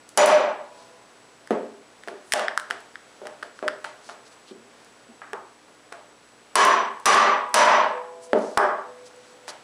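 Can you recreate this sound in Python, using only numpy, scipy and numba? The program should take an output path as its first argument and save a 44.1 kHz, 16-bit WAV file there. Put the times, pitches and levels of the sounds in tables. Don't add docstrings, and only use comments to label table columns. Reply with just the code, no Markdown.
import sys
import numpy as np
from scipy import signal
from scipy.fft import rfft, irfft, next_fast_len
from scipy.io import wavfile
from scipy.ndimage import map_coordinates
from numba import njit

SR = 44100
rng = np.random.default_rng(int(sys.argv[2]) if len(sys.argv) > 2 else 0)


def ratio_of_db(decibels):
    return 10 ** (np.asarray(decibels, float) / 20)


def wrap_up_sound(samples):
    columns = np.atleast_2d(samples).T
    tamed = np.clip(columns, -1, 1)
    steps = np.round(tamed * 32767).astype(np.int16)
    wavfile.write(sys.argv[1], SR, steps)


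N = 424683
TIME = np.arange(N) / SR


def unit(x):
    return x / np.sqrt(np.mean(x ** 2) + 1e-20)


def along(points, hz):
    point_hz, value = np.transpose(points)
    return np.interp(np.log(hz + 1), np.log(point_hz + 1), value)


def filtered(x, gain):
    m = 2 * next_fast_len(len(x) // 2 + 4096)
    cepstrum = irfft(np.log(gain(np.fft.rfftfreq(m, 1 / SR)) + 1e-6), m)
    cepstrum[1:m // 2] *= 2
    cepstrum[m // 2 + 1:] = 0
    response = np.exp(rfft(cepstrum))
    return irfft(rfft(x, m) * response, m)[:len(x)]


def wobble(knots_per_s):
    knots = rng.standard_normal(int(N * knots_per_s / SR) + 4)
    return map_coordinates(knots, [TIME * knots_per_s])


def ring(modes, seconds, spread_db):
    t = np.arange(int(seconds * SR)) / SR
    total = 0
    for hz, db, t60_s in modes:
        strength_db = db + spread_db * rng.standard_normal()
        total = total + ratio_of_db(strength_db - 60 * t / t60_s) * np.cos(2 * np.pi * hz * t)
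    return total


# (frequency [Hz], t60 [s])
SHOP_DECAY = [(150, 0.5), (400, 0.48), (1000, 0.5), (2800, 0.44), (7000, 0.31), (14000, 0.14)]


def add(track, start_s, sound, wet_db, tail_s=.6):
    size = int(tail_s * SR)
    hz, t, z = signal.stft(rng.standard_normal(size), SR, nperseg=256)
    decay = ratio_of_db(-60 * t / along(SHOP_DECAY, hz)[:, None])
    tail = signal.istft(z * decay, SR, nperseg=256)[1][:size]
    tail *= 1 - np.exp(-(TIME[:size] / 0.00067) ** 2)
    heard = ratio_of_db(wet_db) * signal.fftconvolve(sound, tail / np.linalg.norm(tail))
    heard[:len(sound)] += sound
    part = track[round(start_s * SR):][:len(heard)]
    part += heard[:len(part)]


# (frequency [Hz], relative density [dB])
AIR_SHAPE = [(20, 13), (45, -25.5), (100, -4.5), (230, -17), (450, -7), (700, -10), (1500, -13.5),
             (3000, -19.5), (6000, -23.5), (8000, -27.5), (10800, -30.5), (16000, -27)]
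# (time [s], level [dB])
AIR_LEVEL = [(0, -47), (3.1, -46), (4.3, -45.5), (5.6, -47.5), (9.63, -45.5)]
# (frequency [Hz], mean level [dB rms])
HUM = [(60, -52.5), (120, -62), (180, -88), (240, -69.5), (300, -68), (1437, -71.5)]
# (frequency [Hz], mean level [dB rms])
WHINE = [(7822, -70), (7854, -94), (7881, -82.5), (7913, -70.5)]


def room_tone():
    air = unit(filtered(rng.standard_normal(N), lambda hz: ratio_of_db(along(AIR_SHAPE, hz))))
    air *= ratio_of_db(np.interp(TIME, *np.transpose(AIR_LEVEL)) + .5 * wobble(5))
    tones = np.zeros(N)
    for hz, db in HUM + WHINE:
        tones += ratio_of_db(db + 2.2 * wobble(23.0)) * np.sin(2 * np.pi * (hz * TIME + rng.random()))
    return air + np.sqrt(2) * tones


def crack(fade_s, low_hz):
    t = TIME[:1024]
    z = rfft(rng.standard_normal(1024) * ratio_of_db(-60 * t / fade_s))
    even = irfft(z / np.abs(z)) * ratio_of_db(-20 * t / fade_s)
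    even = filtered(even, lambda hz: 1 / (1 + (low_hz / (hz + 1)) ** 2))
    return even / np.abs(even).max()


# (time [s], peak [dB])
TICKS = [(0.091, -24.5), (1.507, -25), (2.598, -20), (2.805, -33), (3.6501, -44), (4.847, -37),
         (6.9995, -33), (7.4924, -36), (8.388, -27), (9.1618, -40), (9.482, -23)]
# (time [s], peak [dB])
REBOUNDS = [(0.2604, 20), (6.651, 12), (7.1472, 16.5), (7.655, 4)]


def ticks():
    grit_count, grit_db, grit_spread_db = 10, -47, 3
    out = np.zeros(N)
    for s, db in REBOUNDS:
        add(out, s, ratio_of_db(db) * crack(0.004, low_hz=8000), wet_db=-8.0)
    grit = []
    for when, size in rng.random((grit_count, 2)):
        grit.append((N / SR * when, grit_db + grit_spread_db * (2 * size - 1)))
    for s, db in TICKS + grit:
        add(out, s, ratio_of_db(db) * crack(0.0071, low_hz=3500), wet_db=-6)
    return out


# (frequency [Hz], relative level [dB], t60 [s])
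BENCH = [(229, -6, 0.098), (283, -9.5, 0.1), (396.8, 3.5, 0.066), (453, -4, 0.056), (520, -9.5, 0.11),
         (607.3, 3, 0.076), (682, -2, 0.06), (803, -5, 0.043), (885, -4, 0.041), (1107, -3, 0.022),
         (1245, 3.5, 0.0086), (1470, -16, 0.053), (1640, 4.5, 0.011), (1946, -11, 0.056),
         (2330, -3, 0.0084), (2980, -3.5, 0.019)]


def bench(centre_hz, fall_db, tilt_db, rise_db=9, seat_hz=1000, seat_db=0):
    low_boom, high_boom = 2, 5
    impact_db, seat_octaves = 32, 0.14

    def drive(hz):
        octaves = np.log2((hz + 1) / centre_hz)
        seat = np.log2((hz + 1) / seat_hz) / seat_octaves
        slope_db = np.where(octaves < 0, rise_db, -fall_db) * octaves
        return ratio_of_db(slope_db + seat_db * np.exp(-seat ** 2))

    spot_db = {low_boom: tilt_db / 2, high_boom: -tilt_db / 2}
    modes = [(hz, db + spot_db.get(row, 0), t60_s) for row, (hz, db, t60_s) in enumerate(BENCH)]
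    wood = ring(modes, .25, spread_db=3)
    wood[0] += ratio_of_db(impact_db)
    wood = filtered(wood, drive)
    return wood / np.abs(wood).max()


# (frequency [Hz], relative level [dB], t60 [s])
SHEET = [(395, -53.5, 2.5), (497, -56, 4.2), (700, -60, 1.9), (666, -54.5, 4.1), (837, -44.5, 1.46),
         (1020, -57, 3.1), (944, -71, 1.05), (980, -32.5, 1.32)]


def sheet(seconds):
    knots_per_s, waver_db = 14, 5
    t = TIME[:int(seconds * SR)]
    knots = rng.standard_normal((len(SHEET), int(knots_per_s * seconds) + 4))
    total = np.zeros(len(t))
    for row, mode in zip(knots, SHEET):
        waver = map_coordinates(row, [knots_per_s * t], order=1)
        total += ratio_of_db(waver_db * waver) * ring([mode], seconds, spread_db=5)
    return total


# (time [s], strength [dB], loudest pitch [Hz], low boom over high boom [dB], chisel ring re blow [dB])
BLOWS = [(0.175, 23.5, 576, -2, -26), (6.5555, 21, 1038, 14, -32), (7.057, 27.5, 1157, 1.5, -56),
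         (7.5421, 29, 996, -5.5, -63)]
# (frequency [Hz], level re blow [dB], t60 [s])
HAMMER_HEAD = [(3620, -32, .04), (4490, -29, .04), (4950, -26, .05), (5100, -27, .05), (5216, -29, .07),
               (5858, -28, .14), (5885, -26, .15), (5910, -29, .12)]
# (frequency [Hz], t60 [s])
CHISEL = (6864, 0.17)


def blows():
    knee_hz, knee_follows = 1075, 0.33
    hard_blow_db, sheet_grows, sheet_under_db = 30, 1.6, 13
    out = np.zeros(N)
    for s, db, pitch_hz, tilt_db, chisel_db in BLOWS:
        centre_hz = knee_hz * (pitch_hz / knee_hz) ** knee_follows
        wood = bench(centre_hz, 4.66, tilt_db, rise_db=8, seat_hz=pitch_hz, seat_db=9)
        steel = ring(HAMMER_HEAD + [(CHISEL[0], chisel_db, CHISEL[1])], .6, spread_db=1)
        sheet_db = hard_blow_db + sheet_grows * (db - hard_blow_db) - sheet_under_db
        add(out, s, ratio_of_db(db) * wood, wet_db=10.5, tail_s=0.99)
        add(out, s, ratio_of_db(db + 5.0) * crack(0.034, low_hz=2780), wet_db=-49.5)
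        add(out, s + 0.0017, ratio_of_db(db - 10.0) * crack(0.06, low_hz=3500), wet_db=-2)
        add(out, s, ratio_of_db(db) * steel, wet_db=1)
        out[round(s * SR):][:2 * SR] += ratio_of_db(sheet_db) * sheet(2)
    return out


# (middle [s], width at half swing [s], grit rms before the stroke [dB], centre [Hz])
SLIDES = [(0.808, 0.14, -58, 4200), (2.296, .08, -55, 8500), (2.403, .08, -47, 5400),
          (3.58, 0.059, -58, 5000), (4.085, 0.092, -51, 4900), (4.27, 0.028, -54, 4470),
          (4.331, 0.033, -56, 4500), (4.494, 0.054, -52.5, 3500), (8.247, 0.048, -49.5, 7000),
          (8.449, .2, -50, 5100), (9.069, 0.028, -50, 5160), (9.289, 0.14, -61, 4670),
          (9.494, 0.025, -36.5, 4900)]


def slides():
    out = np.zeros(N)
    for s, width_s, db, centre_hz in SLIDES:
        stroke = np.hanning(int(2 * width_s * SR))
        grit = rng.standard_normal(len(stroke)) * rng.exponential(size=len(stroke))
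        grit = filtered(grit, lambda hz: 1 / (1 + (np.log2((hz + 1) / centre_hz) / 0.68) ** 2))
        add(out, s - width_s, ratio_of_db(db) * stroke * unit(grit), wet_db=-15.5)
    return out


# (time [s], chirp level [dB], chirp pitch [Hz], tick re chirp [dB])
CLICKS = [(1.474, -31, 1640, -2.5), (2.0358, -30, 1770, -10), (2.0837, -21, 1600, -8),
          (2.3219, -7.5, 1800, 2), (2.3277, -22, 1280, 10), (2.3362, -1, 1590, 11),
          (2.3948, -8, 1360, -6.5), (2.4824, -6, 1720, -29), (2.576, -4, 1430, -9), (2.598, -18, 1490, -17),
          (2.7087, -8, 1570, -13), (2.9561, -22, 1680, -27), (3.2698, -25, 1590, -0.5),
          (3.4267, -20.5, 1470, -16), (3.43, -18, 1570, -12), (3.5903, -27.5, 1470, -10),
          (3.6794, -10, 1640, -11), (3.6838, -8.5, 1440, -16), (3.8467, -16.5, 1440, -22),
          (4.0958, -28, 1390, -10), (5.3326, -20.5, 1510, -5.5), (5.9255, -25, 1320, -2),
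          (8.3315, -11.5, 1640, -17), (8.5759, 2.5, 1350, 4), (9.4806, -34, 1880, -6)]
# (multiple of the pitch, level over overtones_db [dB])
OVERTONES = [(2, 11.5), (3, 7.5), (5, -4)]
# (frequency [Hz], gain [dB])
HOLDER = [(2000, 13), (3200, 10), (4200, 0), (5300, 8.5), (6600, -1), (8500, 4.5), (9500, -2), (10500, 0)]


def clicks():
    swell_s, lead_s, overtones_db = .0014, .0006, -24
    out, t = np.zeros(N), TIME[:1024]
    swell = (t / swell_s * np.exp(1 - t / swell_s)) ** 7.5
    for s, db, hz, tick_db in CLICKS:
        upper = np.zeros(len(t))
        for multiple, level_db in OVERTONES:
            upper += ratio_of_db(level_db) * np.sin(2 * np.pi * (multiple * hz * t + rng.random()))
        chirp = swell * (np.sin(2 * np.pi * hz * t) + ratio_of_db(overtones_db) * swell * upper)
        tick = filtered(crack(0.0078, low_hz=2400), lambda f: ratio_of_db(along(HOLDER, f)))
        tick = np.roll(tick, round(0.46 * swell_s * SR))
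        add(out, s - lead_s, ratio_of_db(db) * (chirp + ratio_of_db(tick_db) * tick), wet_db=-13.5)
    return out


# (time [s], peak [dB], loudest pitch [Hz], fall above it [dB/octave], low boom over high boom [dB])
KNOCKS = [(1.5075, -8, 430, 9.5, -1.5), (2.0756, -22, 433, 5, 5), (2.338, 2, 790, 5.5, -2.5),
          (2.703, -17, 830, 4, 16), (3.217, -29, 506, 9.5, 4), (3.255, -26.5, 780, 7.5, 1),
          (3.43, -25.5, 507, 4, 3), (3.627, -17.5, 520, 9, 2), (3.844, -17.5, 935, 4, -1),
          (4.091, -25, 780, 6, 5), (4.511, -33.5, 253, 12.5, 1), (5.089, -41.5, 240, 9, -12),
          (5.218, -24.5, 1580, 19, -4), (5.332, -19, 1110, 18, 11), (5.681, -38, 400, 3.5, 1),
          (5.923, -25.5, 760, 6.5, 6), (8.332, -2.5, 460, 11.5, -3.5), (8.574, 10, 1150, 20, 0.5),
          (9.480, -18.5, 865, 4, -4)]


def knocks():
    out = np.zeros(N)
    for s, db, centre_hz, fall_db, tilt_db in KNOCKS:
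        add(out, s, ratio_of_db(db) * bench(centre_hz, fall_db, tilt_db), wet_db=2.26)
    return out


def scene():
    return (room_tone() + ticks() + blows() + slides() + clicks() + knocks())[None]


@njit
def cut_db(over_db, attack, release):
    cut = np.zeros(len(over_db))
    for i in range(1, len(cut)):
        step = over_db[i] - cut[i - 1]
        cut[i] = cut[i - 1] + step * (attack if step > 0 else release)
    return cut


def low_pass(x):
    return signal.sosfilt(signal.butter(12, 16640, fs=SR, output="sos"), x)


# (frequency [Hz], gain [dB])
MICROPHONE = [(30, -44), (100, -17.5), (200, 1), (350, -1), (16000, 0.5)]
# (frequency [Hz], gain [dB])
TREBLE_LEFT = [(11000, -0.5), (11300, -45), (12700, -47), (13000, -7.5), (15000, -23), (16500, -38)]


def record(dry):
    ceiling_db, attack_s, release_s, clip_level = -6, 1e-4, .07, .66
    picked = filtered(dry[0], lambda hz: ratio_of_db(along(MICROPHONE, hz)))
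    over_db = np.maximum(20 * np.log10(np.abs(picked) + 1e-9) - ceiling_db, 0)
    held = picked * ratio_of_db(-cut_db(over_db, 1 / (attack_s * SR), 1 / (release_s * SR)))
    held = held / (1 + np.abs(held / clip_level) ** 4) ** (1 / 4)
    m = next_fast_len(N)
    treble_gain = ratio_of_db(along(TREBLE_LEFT, np.fft.rfftfreq(m, 1 / SR)))
    mix = irfft(rfft(held, m) * treble_gain, m)[:N]
    return low_pass(mix[None])


dry = scene()
out = record(dry)
wrap_up_sound(out)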